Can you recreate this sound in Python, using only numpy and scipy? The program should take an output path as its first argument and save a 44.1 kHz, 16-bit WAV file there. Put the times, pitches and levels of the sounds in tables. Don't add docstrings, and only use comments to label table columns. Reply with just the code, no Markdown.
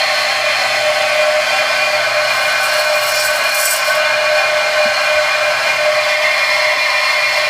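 import sys
import numpy as np
from scipy import signal
from scipy.fft import rfft, irfft, next_fast_len
from scipy.io import wavfile
from scipy.ndimage import uniform_filter1d

SR = 44100
rng = np.random.default_rng(int(sys.argv[2]) if len(sys.argv) > 2 else 0)


def waveform_to_disk(signal):
    frames = np.transpose(np.atleast_2d(signal))
    scaled = np.clip(frames, -1, 1) * 32767
    samples = np.round(scaled).astype(np.int16)
    wavfile.write(sys.argv[1], SR, samples)


N = 330309
LEAD = 8000
TURNS_PER_S = 37.2


def from_db(db):
    return 10 ** (np.asarray(db) / 20)


def rms_one(x):
    return x / np.sqrt(np.mean(x ** 2) + 1e-20)


def in_time(rows):
    times, *columns = np.transpose(rows)
    return [np.interp(np.arange(N) / SR, times, column) for column in columns]


def coloured(spectrum, ripple_db=0, ripple_hz=12):
    size = next_fast_len(N)
    hz, db = np.transpose(spectrum)
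    log_hz = np.log(np.arange(1, size // 2 + 2) * SR / size)
    span = int(ripple_hz * size / SR)
    ripple = rng.standard_normal(len(log_hz))
    ripple = rms_one(uniform_filter1d(uniform_filter1d(ripple, span), span))
    gain = from_db(np.interp(log_hz, np.log(hz), db) + ripple_db * ripple)
    white = rng.standard_normal(size)
    return rms_one(irfft(rfft(white) * gain, size)[:N])


def drift(rate):
    step = 40
    r = np.exp(-2 * step * np.pi * rate / SR)
    white = rng.standard_normal(N // step + 2002)
    slow = signal.lfilter([1], [1, -2 * r, r * r], white)[2000:]
    return np.interp(np.arange(N) / step, np.arange(len(slow)), rms_one(slow))


def forces(envelope, count=5):
    return rng.standard_normal((count, N + LEAD)) * np.pad(envelope, (LEAD, 0), "edge")


def mode(push, hz, width_hz):
    r = np.exp(-np.pi * max(width_hz, 2) / SR)
    ringing = signal.lfilter([1, 0, -1], [1, -2 * r * np.cos(2 * np.pi * hz / SR), r * r], push)
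    return rms_one(ringing[LEAD:])


def tone(hz, wander_hz, rate=3.77):
    phase = 2 * np.pi * np.cumsum(hz + wander_hz * drift(rate)) / SR
    return np.sqrt(2) * np.sin(phase)


# (frequency [Hz], width [Hz])
GUARD_MODES = [(544, 6), (580, 12), (630, 20), (684, 7), (727, 5), (750, 8), (775, 10), (807, 5), (872, 7),
               (910, 12), (991, 16), (1050, 6), (1077, 6), (1125, 6), (1217, 7), (1270, 6), (1353, 11),
               (1416, 6), (1506, 11), (1527, 11), (1599, 8), (1658, 14), (4010, 50), (4870, 60), (5000, 70),
               (5170, 50), (5310, 50)]
# (level [dB], change in side view [dB], change in front view [dB])
GUARD_LEVELS = [(-63, -10, 2), (-30.5, -1, -4), (-26, -0.5, -15.5), (-35, 2, -17), (-40.5, 7, -3),
                (-37, 3.5, -1), (-31, 4, -3), (-34, -2.5, -3), (-37.5, -2, -8), (-34.5, -2.5, -4),
                (-36.5, -3, 9), (-32, -3.5, 2), (-32.5, -3.5, -2), (-28.5, -3, -5), (-36.5, -0.5, 2.5),
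                (-34, 0, -2.5), (-29, -3, -9), (-47.5, -14, 8), (-24.5, -4, -20), (-24, -7, -10.5),
                (-29, -7, -9.5), (-28, -3.5, -10), (-35.5, -0.5, 3), (-41.5, -6.5, 7.5), (-45, -4, 10),
                (-39, 3.5, 1), (-39, -25, 5.5)]
# (frequency [Hz], width [Hz])
FRAME_MODES = [(1780, 7), (1836, 14), (1961, 8), (1992, 12), (2035, 6), (2078, 6), (2116, 8), (2144, 7),
               (2180, 6), (2220, 8), (2264, 10), (2293, 8), (2326, 6), (2399, 9), (2419, 10), (2509, 7),
               (2600, 14), (2650, 20), (2720, 14), (2762, 7), (2875, 17), (2905, 10), (3058, 25), (3101, 7),
               (3176, 16), (3345, 30), (3435, 10), (3495, 35)]
# (level [dB], change in side view [dB], change in front view [dB])
FRAME_LEVELS = [(-37.5, 4.5, 4), (-36, 3, 11.5), (-36, 1, 7), (-38, 9.5, 15.5), (-35.5, 6, 7),
                (-35, 2.5, -6), (-29, -4.5, 6.5), (-31.5, -2.5, 13.5), (-43.5, 15, 3), (-50, 15, -3),
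                (-35, -1, -5), (-44.5, 7, 3), (-53, 10, 1), (-27, -6, 7), (-22.5, -4, -10), (-43, 12.5, -8),
                (-43.5, 7, 5), (-49.5, 17, 11), (-40, 1, 13.5), (-34.5, -0.5, -8), (-30, -18, -15),
                (-44.5, 7, 1), (-39.5, 6, 6.5), (-40.5, 2, -1), (-38.5, 7, -0.5), (-43, 2, 7),
                (-51.5, 2, 14), (-37, 3.5, 4.5)]
# (frequency [Hz], level per Hz [dB])
WEAK_MODE_SPECTRUM = [(280, -53), (480, -58), (606, 5), (858, -32), (1110, -1), (1200, -12.5), (2270, -8.5),
                      (2370, -4), (2600, -13.5), (4230, -20), (6000, -43), (7800, -54), (13200, -120)]
# (frequency [Hz], width [Hz])
RING_LOBES = [(4260, 130), (4600, 150)]
# (time [s], lower lobe [dB], upper lobe [dB])
RING_LEVELS = [(.3, -23, -42), (1.5, -33, -32), (1.9, -29, -29), (2.7, -24, -56.5), (4.0, -27, -47),
               (4.9, -26.5, -69), (5.7, -32, -38), (6.15, -30.5, -31.5), (6.4, -25.5, -44),
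               (7.2, -24.5, -37)]


def body(side, front, roar_db=-23.5, low_edge_hz=520):
    roar_force = from_db(.7 * drift(9))
    pushes = [forces(from_db(1.5 * drift(7)), count=1)[0] for _ in range(5)]
    out = from_db(roar_db) * roar_force * coloured(WEAK_MODE_SPECTRUM, ripple_db=5)
    modes = zip(GUARD_MODES + FRAME_MODES, GUARD_LEVELS + FRAME_LEVELS)
    for k, ((hz, width), (db, side_db, front_db)) in enumerate(modes):
        heard_db = db + side * side_db + front * front_db
        out = out + from_db(heard_db) * mode(pushes[k % len(pushes)], hz, width)
    for push, (hz, width), db in zip(pushes, RING_LOBES, in_time(RING_LEVELS)):
        out = out + from_db(db) * mode(push, hz, width)
    return signal.sosfilt(signal.butter(6, low_edge_hz, "high", fs=SR, output="sos"), out)


# (time [s], level [dB])
WHINE_LEVEL = [(0, -25.5), (.7, -24.5), (.92, -15), (1.1, -21), (1.28, -10.5), (1.55, -30), (1.95, -19),
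               (2.3, -27.5), (2.9, -21), (3.3, -18.5), (3.55, -28), (4.4, -16.5), (5.0, -25), (5.21, -12),
               (5.33, -28), (5.42, -19.5), (5.62, -29.5), (5.88, -15), (6.45, -27), (6.66, -16.5),
               (6.78, -33.5), (7.49, -25.5)]


def whine(hz=608.4, wander_hz=1.972, flutter_db=3.5, flutter_rate_hz=5.7, partner_db=-14.5):
    level = from_db(in_time(WHINE_LEVEL)[0] + flutter_db * drift(flutter_rate_hz))
    partner = from_db(partner_db) * tone(hz + 2 * TURNS_PER_S, wander_hz)
    return level * (tone(hz, wander_hz) + partner)


# (frequency [Hz], level per Hz [dB])
SPRAY_SPECTRUM = [(2940, -11), (5000, 3), (5360, -14), (5590, -7), (6240, -2.5), (8790, -11), (12800, -28),
                  (15100, -23)]
# (frequency [Hz], width [Hz], level re hiss [dB])
HOOD_MODES = [(6850, 300, -18), (7390, 78, -17), (9100, 250, -16), (9900, 200, -17)]


def spray(level_db, side):
    push = forces(np.ones(N), count=1)[0]
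    hood = side * sum(from_db(db) * mode(push, hz, width) for hz, width, db in HOOD_MODES)
    return from_db(level_db + .6 * drift(8)) * (coloured(SPRAY_SPECTRUM) + hood)


# (frequency [Hz], relative level [dB])
HUM_HARMONICS = [(120, -53), (240, -53.5), (360, -57)]
# (time [s], gain [dB])
HUM_GAIN = [(0, 3), (1.0, 6), (2.7, 4.5), (3.1, 1.5), (3.5, 4), (3.7, -2), (4.1, 3.5), (5.2, -4.5),
            (5.7, 1), (6.6, -6), (7.1, -3)]
# (frequency [Hz], level per Hz [dB])
RUMBLE_SPECTRUM = [(13, -59), (22, -34), (129, -4.5), (193, -8), (242, -22), (308, -11.5), (492, -1),
                   (540, -26.5), (700, -11), (1190, -120)]


def motor(waver_db=1.5, rumble_db=-45.5, lumpy_db=2.0):
    t = np.arange(N) / SR
    hum = 0
    for hz, db in HUM_HARMONICS:
        level = from_db(db + waver_db * drift(2.0))
        hum = hum + np.sqrt(2) * level * np.sin(2 * np.pi * hz * t)
    rumble = from_db(rumble_db + lumpy_db * drift(1.5)) * coloured(RUMBLE_SPECTRUM)
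    return from_db(in_time(HUM_GAIN)[0]) * hum + rumble


# (frequency [Hz], width [Hz], relative level [dB])
BLADE_MODES = [(4694, 16, -37), (4856, 7, -34), (5265, 19, -40), (5448, 9, -31), (5566, 16, -36),
               (6008, 13, -39), (6342, 19, -40), (6858, 20, -43), (7084, 14, -37), (7407, 31, -45),
               (7773, 11, -35), (8021, 35, -44), (8215, 15, -36), (8506, 31, -39), (8742, 43, -40),
               (9076, 36, -40), (9399, 77, -43), (9851, 22, -41), (9959, 35, -41), (10885, 43, -41),
               (11423, 53, -42), (11940, 42, -42), (12263, 34, -43), (12446, 26, -47), (13038, 22, -46),
               (13329, 17, -46), (13577, 39, -46), (14158, 26, -43), (14406, 22, -46), (14944, 21, -44)]
# (time [s], rasp level [dB], squeal level of the low blade modes [dB])
CUT_PRESSURE = [(2.27, -44, -47), (2.32, -32.5, -42), (2.55, -37, -34), (2.65, -28.5, -36),
                (2.72, -33.5, -30), (2.93, -30.5, -33), (2.98, -28.5, -35), (3.19, -23.5, -20),
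                (3.31, -25.5, -30), (3.43, -32, -38), (3.52, -27, -31), (3.66, -11.5, -21.5),
                (3.77, -16.5, -25), (3.83, -30.5, -28), (3.9, -28.5, -30), (4.0, -36, -36)]
# (frequency [Hz], level per Hz [dB])
GRIT_SPECTRUM = [(3240, -36), (5500, 7), (7420, 9.5), (8500, -6), (10400, -3), (11600, 6), (14100, -13),
                 (15100, -50)]


def cutting(wobble_db=2.0, oval_db=3.5, bite_db=2.5, minor_db=-46, shift_db=3.0,
            grit_db=-7, squeal_db=1.5, snag_db=1.5, low_below_hz=7300, touch_s=0.022):
    t = np.arange(N) / SR
    rasp_db, ring_db = in_time(CUT_PRESSURE)
    start, end = CUT_PRESSURE[0][0], CUT_PRESSURE[-1][0]
    touch = np.clip(np.minimum(t - start, end - t) / touch_s, 0, 1)
    turn = 2 * np.pi * TURNS_PER_S * t
    runout_db = wobble_db * np.cos(turn) + oval_db * np.cos(2 * turn + 0.34)
    bite = from_db(runout_db + bite_db * drift(26))

    squeal = sum(from_db(db + squeal_db * drift(9.9)) * tone(hz, 0.405 * width, rate=14.3)
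                 for hz, width, db in BLADE_MODES if hz < low_below_hz)

    minor = [(hz, 25.0, minor_db) for hz in rng.uniform(6200, 15200, size=30)]
    crowd = [row for row in BLADE_MODES if row[0] >= low_below_hz] + minor
    pushes = forces(bite)
    high = 0
    for k, push in enumerate(pushes):
        group = sum(from_db(db) * mode(push, hz, width) for hz, width, db in crowd[k::len(pushes)])
        high = high + from_db(shift_db * drift(5)) * group

    hiss = rms_one(bite * coloured(GRIT_SPECTRUM, ripple_db=5, ripple_hz=40))
    rasp = rms_one(rms_one(high) + from_db(grit_db) * hiss)
    rasp_level = from_db(rasp_db + snag_db * drift(22.0))
    return touch * (from_db(ring_db) * rms_one(squeal) + rasp_level * rasp)


# (time [s], level before decay [dB], frequency [Hz], 60 dB decay time [s])
TRAY_KNOCKS = [(4.855, -17, 225, .09), (4.89, -32, 95, .08), (5.15, -31, 80, .25), (6.755, -24, 400, .03),
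               (6.77, -25, 280, .04), (3.28, -32, 55, .1)]


def knocks(rise_s=.004):
    out = 0
    for start, db, hz, t60 in TRAY_KNOCKS:
        t = np.maximum(np.arange(N) / SR - start, 0)
        decay = from_db(db - 60 * t / t60)
        out = out + decay * np.tanh(t / rise_s) * np.sin(2 * np.pi * hz * t)
    return out


# (time [s], share of side view [0-1], share of front view [0-1], spray level [dB])
MICROPHONE_VIEW = [(0, 0.92, 0.18, -33), (1.1, 0.98, 0.01, -29.5), (1.7, 0.73, 0.0, -31.5),
                   (2.4, 0, 0.07, -32.5), (4.0, 0.0, 0.0, -33.5), (4.8, 0.02, 0.13, -30),
                   (5.8, 0.17, 0.17, -32), (6.2, 0.34, 0.62, -34), (6.5, 0, 0.86, -36),
                   (7.49, 0.07, 0.66, -37)]


def scene():
    side, front, spray_db = in_time(MICROPHONE_VIEW)
    saw = body(side, front) + whine() + spray(spray_db, side) + motor()
    return (saw + cutting() + knocks())[None]


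def record(dry, hold_db=-14, share=0.31, window_s=0.22, treble_db=8, cutoff_hz=15260):
    treble = signal.sosfilt(signal.butter(2, 7000, "high", fs=SR, output="sos"), dry)
    weighted = dry + from_db(treble_db) * treble
    power = uniform_filter1d(weighted ** 2, int(window_s * SR))
    level_db = 10 * np.log10(power + 1e-12)
    capsule = signal.sosfilt(signal.butter(2, 45, "high", fs=SR, output="sos"), dry)
    held = capsule * from_db(share * (hold_db - level_db))
    top_cut = signal.ellip(14, .5, 100, cutoff_hz, fs=SR, output="sos")
    return signal.sosfilt(top_cut, np.tanh(held))


dry = scene()
out = record(dry)
waveform_to_disk(out)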